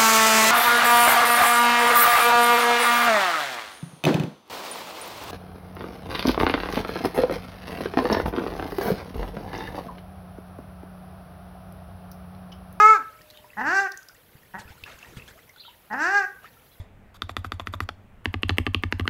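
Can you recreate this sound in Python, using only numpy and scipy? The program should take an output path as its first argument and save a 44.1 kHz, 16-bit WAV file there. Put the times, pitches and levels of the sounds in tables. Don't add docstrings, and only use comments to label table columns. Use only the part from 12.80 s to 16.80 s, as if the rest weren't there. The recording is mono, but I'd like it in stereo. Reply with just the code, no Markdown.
import sys
import numpy as np
from scipy import signal
from scipy.fft import rfft, irfft
from scipy.io import wavfile
from scipy.ndimage import uniform_filter1d

SR = 44100
rng = np.random.default_rng(int(sys.argv[2]) if len(sys.argv) > 2 else 0)


def int16_out(signal):
    q = np.round(np.clip(np.atleast_2d(signal).T, -1, 1) * 32767)
    wavfile.write(sys.argv[1], SR, q.astype(np.int16))


N = 176400


def amp(db):
    return 10 ** (np.asarray(db) / 20)


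def evened(x):
    return x / np.sqrt(np.mean(x ** 2) + 1e-20)


def read(points, hz):
    f, value = np.transpose(points)
    return np.interp(np.log(hz + 1), np.log(f + 1), value)


def along(points):
    s, db = np.transpose(points)
    return amp(np.interp(np.arange(N) / SR, s, db))


def add(mix, s, sound):
    part = mix[max(round(s * SR), 0):][:len(sound)]
    part += sound[:len(part)]


def colour(x, points):
    f = np.fft.rfftfreq(len(x), 1 / SR)
    return irfft(rfft(x) * amp(read(points, f)), len(x))


def wobble(size, count):
    noise = rng.standard_normal(count)
    return evened(uniform_filter1d(uniform_filter1d(noise, size), size))


def honk(curve, throat, spread):
    # f/Hz, relative level/dB
    throat_shut = [(200, -8), (400, -19), (680, -15), (860, 2), (1000, -8), (1200, -15), (1550, -7),
                   (1900, -5), (2200, -32), (2700, -28), (3100, -44), (5500, -34), (10500, -60)]
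    shut_hz, open_hz = 235, 300
    treble_hz = 3270
    rasp_db, treble_rasp_db, glide_rasp_db = -37.5, -13, 9
    jitter, croak_jitter = .006, .018
    croak_db, shimmer_db = 1.8, 4

    s, pitch, level, treble = np.transpose(curve)
    t = np.arange(s[0], s[-1], 1 / SR)
    count = len(t)
    even = np.interp(t, s, pitch)
    bill = np.clip((even - shut_hz) / (open_hz - shut_hz), 0, 1)

    shake = jitter * wobble(size=20, count=count)
    shake = shake + croak_jitter * (1 - bill) * wobble(size=60, count=count)
    turns = np.cumsum(even * (1 + shake)) / SR
    croak = amp(croak_db * (1 - bill) * wobble(size=120, count=count))

    k = np.arange(1, 60)[:, None]
    harmonic_hz = k * even
    gain_db = bill * read(throat, harmonic_hz) + (1 - bill) * read(throat_shut, harmonic_hz)
    gains = amp(gain_db) * (harmonic_hz < 14000)
    flutter = np.array([wobble(size=300, count=count) for _ in k])
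    flutter = flutter * np.clip(harmonic_hz / treble_hz, 0, 1) ** 2.5
    lines = gains * amp(shimmer_db * flutter) * np.cos(2 * np.pi * k * turns - spread * k * k)

    above = harmonic_hz >= treble_hz
    low, high = [(lines * part).sum(0) / np.sqrt(((gains * part) ** 2).sum(0) / 2)
                 for part in (~above, above)]

    slope = abs(uniform_filter1d(np.gradient(even), 900)) * SR
    glide = np.clip(slope / 900, 0, 1)
    puffs = colour((.4 + np.exp(-(turns % 1) / .3)) * rng.standard_normal(count), throat)
    highpass = signal.butter(4, treble_hz, "high", fs=SR, output="sos")
    high_puffs = signal.sosfilt(highpass, puffs)
    low = low + amp(rasp_db) * evened(puffs)
    high = high * amp(-3 * glide) + amp(treble_rasp_db + glide_rasp_db * glide) * evened(high_puffs)

    attack = (t - s[0] + (s[0] < .01)) / .002
    edge = np.clip(np.minimum(attack, (s[-1] - t) / .012), 0, 1)
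    voice = low + amp(np.interp(t, s, treble)) * high
    return s[0], edge * croak * amp(np.interp(t, s, level)) * voice


def pond(x):
    # f/Hz, t60/s
    decay = [(300, .35), (800, 0.27), (1500, 0.43), (3000, 0.25), (7000, 0.3)]
    delay_s = .012
    taps, first = np.zeros(SR), round(delay_s * SR)
    at = np.arange(0, SR - 4000, 20)
    taps[first + at + rng.integers(0, 20, len(at))] = rng.choice([-1., 1.], len(at))
    hz, t, z = signal.stft(taps, SR, nperseg=256)
    t60 = np.maximum(read(decay, hz), .03)[:, None]
    tail = signal.istft(z * amp(-60 * t / t60), SR, nperseg=256)[1]
    return signal.fftconvolve(x, tail / np.linalg.norm(tail))[:N]


def water():
    # t/s, level/dB
    lapping = [(0, -59.5), (1.2, -61), (1.45, -64.5), (1.8, -61), (2.3, -55), (2.6, -60), (2.7, -63),
               (3.0, -62.5), (4, -63)]
    # f/Hz, relative level per Hz/dB
    splash_tone = [(150, -36), (250, -11), (292, -14.5), (456, -8), (1050, -6.5), (1190, -4.5),
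                   (2140, -3.5), (10000, -18), (13000, -64), (22000, -120)]
    # t/s, length/s, level/dB, spray level relative to the splash/dB
    splashes = [(1.546, 0.055, -67, -8.5), (1.783, 0.049, -52.5, 5), (1.879, 0.056, -56, -4),
                (2.056, .12, -47, -14), (2.2, 0.09, -58, -18), (2.363, 0.036, -51.5, 1),
                (2.473, 0.046, -58, 4.5), (2.574, 0.037, -63.5, -3), (3.625, 0.071, -51.5, -16)]
    patch_db, bubble_db, spray_hz = 3.5, -5, 3500

    hz, _, z = signal.stft(rng.standard_normal(N), SR, nperseg=256)
    patches = uniform_filter1d(rng.standard_normal(z.shape), 3, 0)
    patches = evened(uniform_filter1d(patches, 4, 1))
    patchy = signal.istft(z * amp(patch_db * patches), SR, nperseg=256)[1][:N]
    fizz = evened(colour(patchy, splash_tone))

    t, bubbles = np.arange(1500) / SR, np.zeros(N)
    for hz in np.geomspace(450, 4500, 24):
        starts = rng.random(N) < 5.0 / SR
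        train = starts * amp(4.0 * np.minimum(rng.exponential(1, N), 4))
        tone = np.sin(2 * np.pi * hz * t * (1 + 4.0 * t))
        ring = tone * np.exp(-t * hz / 11.0) * np.minimum(t / 0.0008, 1)
        bubbles += amp(read(splash_tone, hz)) * signal.oaconvolve(train, ring)[:N]

    level = along(lapping)
    spray = level.copy()
    for s, length, db, spray_db in splashes:
        u = np.arange(0, length, 1 / SR) / length
        swell = amp(db) * np.sin(np.pi * u ** 0.68)
        add(level, s, swell)
        add(spray, s, amp(spray_db) * swell)
    both = fizz + amp(bubble_db) * evened(bubbles)
    low = signal.sosfiltfilt(signal.butter(2, spray_hz, fs=SR, output="sos"), both)
    return level * low + spray * (both - low)


def wind():
    # t/s, level/dB
    gusts = [(0.04, -60.5), (0.72, -62), (0.8, -52.5), (0.92, -53.5), (1.09, -68.5), (1.75, -58.5),
             (1.8, -49), (1.83, -62), (1.86, -55.5), (1.99, -60), (2.04, -54), (2.06, -54.5), (2.16, -58.5),
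             (2.19, -61.5), (2.37, -48.5), (2.73, -65.5), (3.84, -59.5), (4.0, -64.5)]
    # f/Hz, relative level per Hz/dB
    wind_tone = [(12, -45), (20, -9.5), (75, 0), (135, -2.5), (334, -11.5), (443, -9.5), (500, -8.5),
                 (650, -46), (1100, -120)]
    # t/s, level before damping/dB, f/Hz
    thumps = [(1.553, -39, 143), (1.792, -39.5, 99.6), (1.854, -40, 70.0), (1.905, -35, 84),
              (2.028, -39.5, 81.3), (2.147, -44, 76), (2.341, -49, 137), (2.37, -29, 150)]
    lump_db = 1.5
    rumble = colour(rng.standard_normal(N), wind_tone)
    out = along(gusts) * evened(rumble * amp(lump_db * wobble(size=700, count=N)))
    t = np.arange(3000) / SR
    for s, db, hz in thumps:
        add(out, s, amp(db) * np.sin(2 * np.pi * hz * t) * np.exp(-t * hz / 0.89))
    return out


def birds():
    # t/s, length/s, level/dB, first f/Hz, middle f/Hz, last f/Hz (upper voice)
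    chirps = [(0.527, 0.084, -59.5, 3000, 3690, 2820), (2.772, 0.0336, -57, 3840, 4100, 4330),
              (2.795, .035, -48.5, 3970, 4660, 3300), (2.835, .07, -50, 3010, 3810, 2960),
              (3.896, 0.066, -66.5, 3660, 4000, 3720)]
    # start t/s, end t/s, level/dB, first f/Hz, last f/Hz
    coo = (.2, .76, -58, 622, 597)
    lower_voice, rough, pitch_jitter = .86, .8, .025
    out = np.zeros(N)
    for s, length, db, first, middle, last in chirps:
        u = np.arange(0, length, 1 / SR) / length
        ends = np.where(u < .5, first, last)
        pitch = ends + (middle - ends) * np.sin(np.pi * u)
        turns = np.cumsum(pitch * (1 + pitch_jitter * wobble(size=60, count=len(u)))) / SR
        pair = sum(np.sin(2 * np.pi * ratio * turns) * (1 + rough * wobble(size=120, count=len(u)))
                   for ratio in (1, lower_voice))
        add(out, s, amp(db) * pair * np.sin(np.pi * u) ** .5)

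    start, end, db, first, last = coo
    length = end - start
    t = np.arange(0, length, 1 / SR)
    tone = signal.chirp(t, first, length, last)
    add(out, start, amp(db) * tone * np.sin(np.pi * t / length) ** .4)
    return out


def drops():
    # t/s, level before damping/dB, first f/Hz
    drips = [(0.389, -48, 2200), (0.411, -46, 1780), (0.644, -43, 943), (0.703, -41, 2560),
             (0.733, -41, 1920), (1.141, -34.5, 1770), (1.295, -42.5, 1408), (1.35, -49, 1826),
             (1.878, -42.5, 2500), (2.037, -27.5, 2540), (2.228, -33, 2600), (2.247, -37.5, 1805),
             (2.263, -47, 915), (2.397, -36, 2540), (2.421, -37, 2580), (2.484, -41.5, 1638),
             (2.509, -46, 1530), (2.59, -46.5, 1940), (2.695, -40.5, 2020), (2.761, -45, 1420),
             (2.85, -46, 1330), (2.881, -41, 922), (3.657, -39, 1756), (3.768, -49, 1310)]
    # t/s, reference level/dB, centre f/Hz
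    ticks = [(0.411, -44, 3000), (0.4174, -41.5, 4570), (0.4424, -50, 3680), (0.5018, -31.5, 4200),
             (0.5079, -33, 4080), (0.5244, -45, 3110), (0.5734, -34, 3260), (1.1197, -26, 5050),
             (1.1744, -27.5, 6430), (1.2296, -36.5, 5780), (1.286, -29.5, 5150), (1.347, -42, 7300),
             (1.3655, -45, 4150), (1.7938, -42.5, 3365), (1.9065, -58, 3420), (2.0385, -26, 3420),
             (2.1331, -40, 3150), (2.1884, -35.5, 5840), (2.2285, -40, 3330), (2.3734, -32, 3050),
             (2.4792, -34.5, 3240), (2.5984, -54.5, 3140), (2.6928, -37.5, 5660), (2.7614, -37, 4200),
             (3.0494, -50.5, 3370), (3.6315, -55, 3050), (3.658, -53, 3220)]
    drip_cycles, drip_glide = 10.4, .02
    tick_s, tick_width = 0.0028, .17
    snap_db, snap_s = 0, .0006
    out, t = np.zeros(N), np.arange(2500) / SR
    for s, db, hz in drips:
        u = t * hz / drip_cycles
        ring = np.sin(2 * np.pi * hz * t * (1 + drip_glide * u)) * np.exp(-u)
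        add(out, s, amp(db) * ring * np.minimum(t / 0.00075, 1))

    f = np.fft.rfftfreq(len(t), 1 / SR) + 1
    noises = rng.standard_normal((len(ticks), len(t)))
    for (s, db, hz), noise in zip(ticks, noises):
        resonance = 1 / (1 + (np.log(f / hz) / tick_width) ** 2)
        burst = evened(irfft(rfft(noise) * resonance, len(t)))
        add(out, s, amp(db + snap_db - 10) * np.diff(noise) * np.exp(-t[1:] / snap_s))
        add(out, s, amp(db - 9.5) * burst * np.exp(-t / tick_s) * np.minimum(t / 0.00017, 1))
    return out


def scene():
    # t/s, pitch f/Hz, level/dB, treble level relative to the rest/dB
    near_honk = [(0.0, 415.2, -10.5, -26.5), (0.022, 423.7, -11, -29), (0.102, 438.9, -9, -33.5),
                 (0.134, 432.7, -14, -31.5), (0.166, 393.3, -25, -19), (0.176, 360.7, -33.5, -21),
                 (0.202, 273.2, -38.5, -27.5), (0.226, 253.3, -50, -22), (0.25, 219.7, -60, -12)]
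    honk_2 = [(0.768, 191.4, -39, -30), (0.776, 203.2, -32, -32), (0.806, 220.9, -26.5, -28.5),
              (0.82, 252.6, -25.5, -28.5), (0.83, 253.8, -31, -36), (0.872, 300.8, -22.5, -22.5),
              (0.932, 374.7, -22, -22), (0.95, 389, -23, -17), (0.996, 392.4, -18, -22.5),
              (1.008, 400.4, -23, -19), (1.056, 385.3, -27, -29), (1.085, 348.6, -34, -20)]
    cluck = [(1.737, 188, -43.5, -37.5), (1.748, 184.9, -31, -42), (1.767, 191.4, -37.5, -42),
             (1.785, 217, -45, -35), (1.8, 222, -37, -35)]
    honk_3 = [(3.1, 198.6, -50, -35), (3.114, 209, -31, -41), (3.132, 214.7, -29, -22.5),
              (3.146, 255, -27.5, -34), (3.162, 260.4, -33.5, -33), (3.202, 295.2, -26, -22),
              (3.236, 326, -22, -18), (3.312, 394.9, -24.5, -22), (3.358, 406.7, -17.5, -25.5),
              (3.378, 407.6, -18.5, -21.5), (3.44, 373.7, -31, -27), (3.46, 377, -30.5, -23)]
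    # f/Hz, relative level/dB
    throat_facing = [(200, -3), (440, -18.5), (870, -12), (1200, -1.5), (1320, 2.5), (1620, -2),
                     (1770, -25), (2050, -21), (2200, -9), (2650, -29.5), (3300, -46), (4400, -42.5),
                     (5000, -43), (5700, -42), (7500, -44), (8500, -60), (13000, -56)]
    throat_away = [(180, 3), (380, -11), (600, -13.5), (800, 0), (1130, -7.5), (1500, 2.5), (1650, 7),
                   (2050, -12), (2250, -17.5), (2750, -18.5), (3050, -33), (3600, -39), (4600, -30.5),
                   (5600, -27.5), (6600, -34), (7900, -39), (8600, -51), (10500, -55)]
    near_pond_db, pond_db, drop_pond_db, far_pond_db = -14, -8.5, -11.5, -7

    near, duck = np.zeros(N), np.zeros(N)
    add(near, *honk(near_honk, throat_facing, .6))
    for curve, spread in ((honk_2, .3), (cluck, .08), (honk_3, .3)):
        add(duck, *honk(curve, throat_away, spread))
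    small, far = drops(), birds()
    calls = amp(near_pond_db) * near + amp(pond_db) * duck
    walls = pond(calls + amp(drop_pond_db) * small + amp(far_pond_db) * far)
    mix = near + duck + small + far + walls + water() + wind()
    return np.array([mix, mix])


def record(dry):
    # f/Hz, relative level per Hz/dB
    hiss_tone = [(180, -28.5), (300, -10), (600, -7), (1350, -14.5), (2000, -19.5), (3800, -22),
                 (6000, -33), (9000, -28.5), (10500, -14.5), (12500, -13), (15700, -15)]
    hiss_db, edge_hz = -59, 15750
    hiss = amp(hiss_db) * evened(colour(rng.standard_normal(N), hiss_tone))
    lowpass = signal.firwin(1023, edge_hz, window=("kaiser", 9), fs=SR)
    return signal.oaconvolve(dry + hiss, lowpass[None], "same")


dry = scene()
out = record(dry)
int16_out(out)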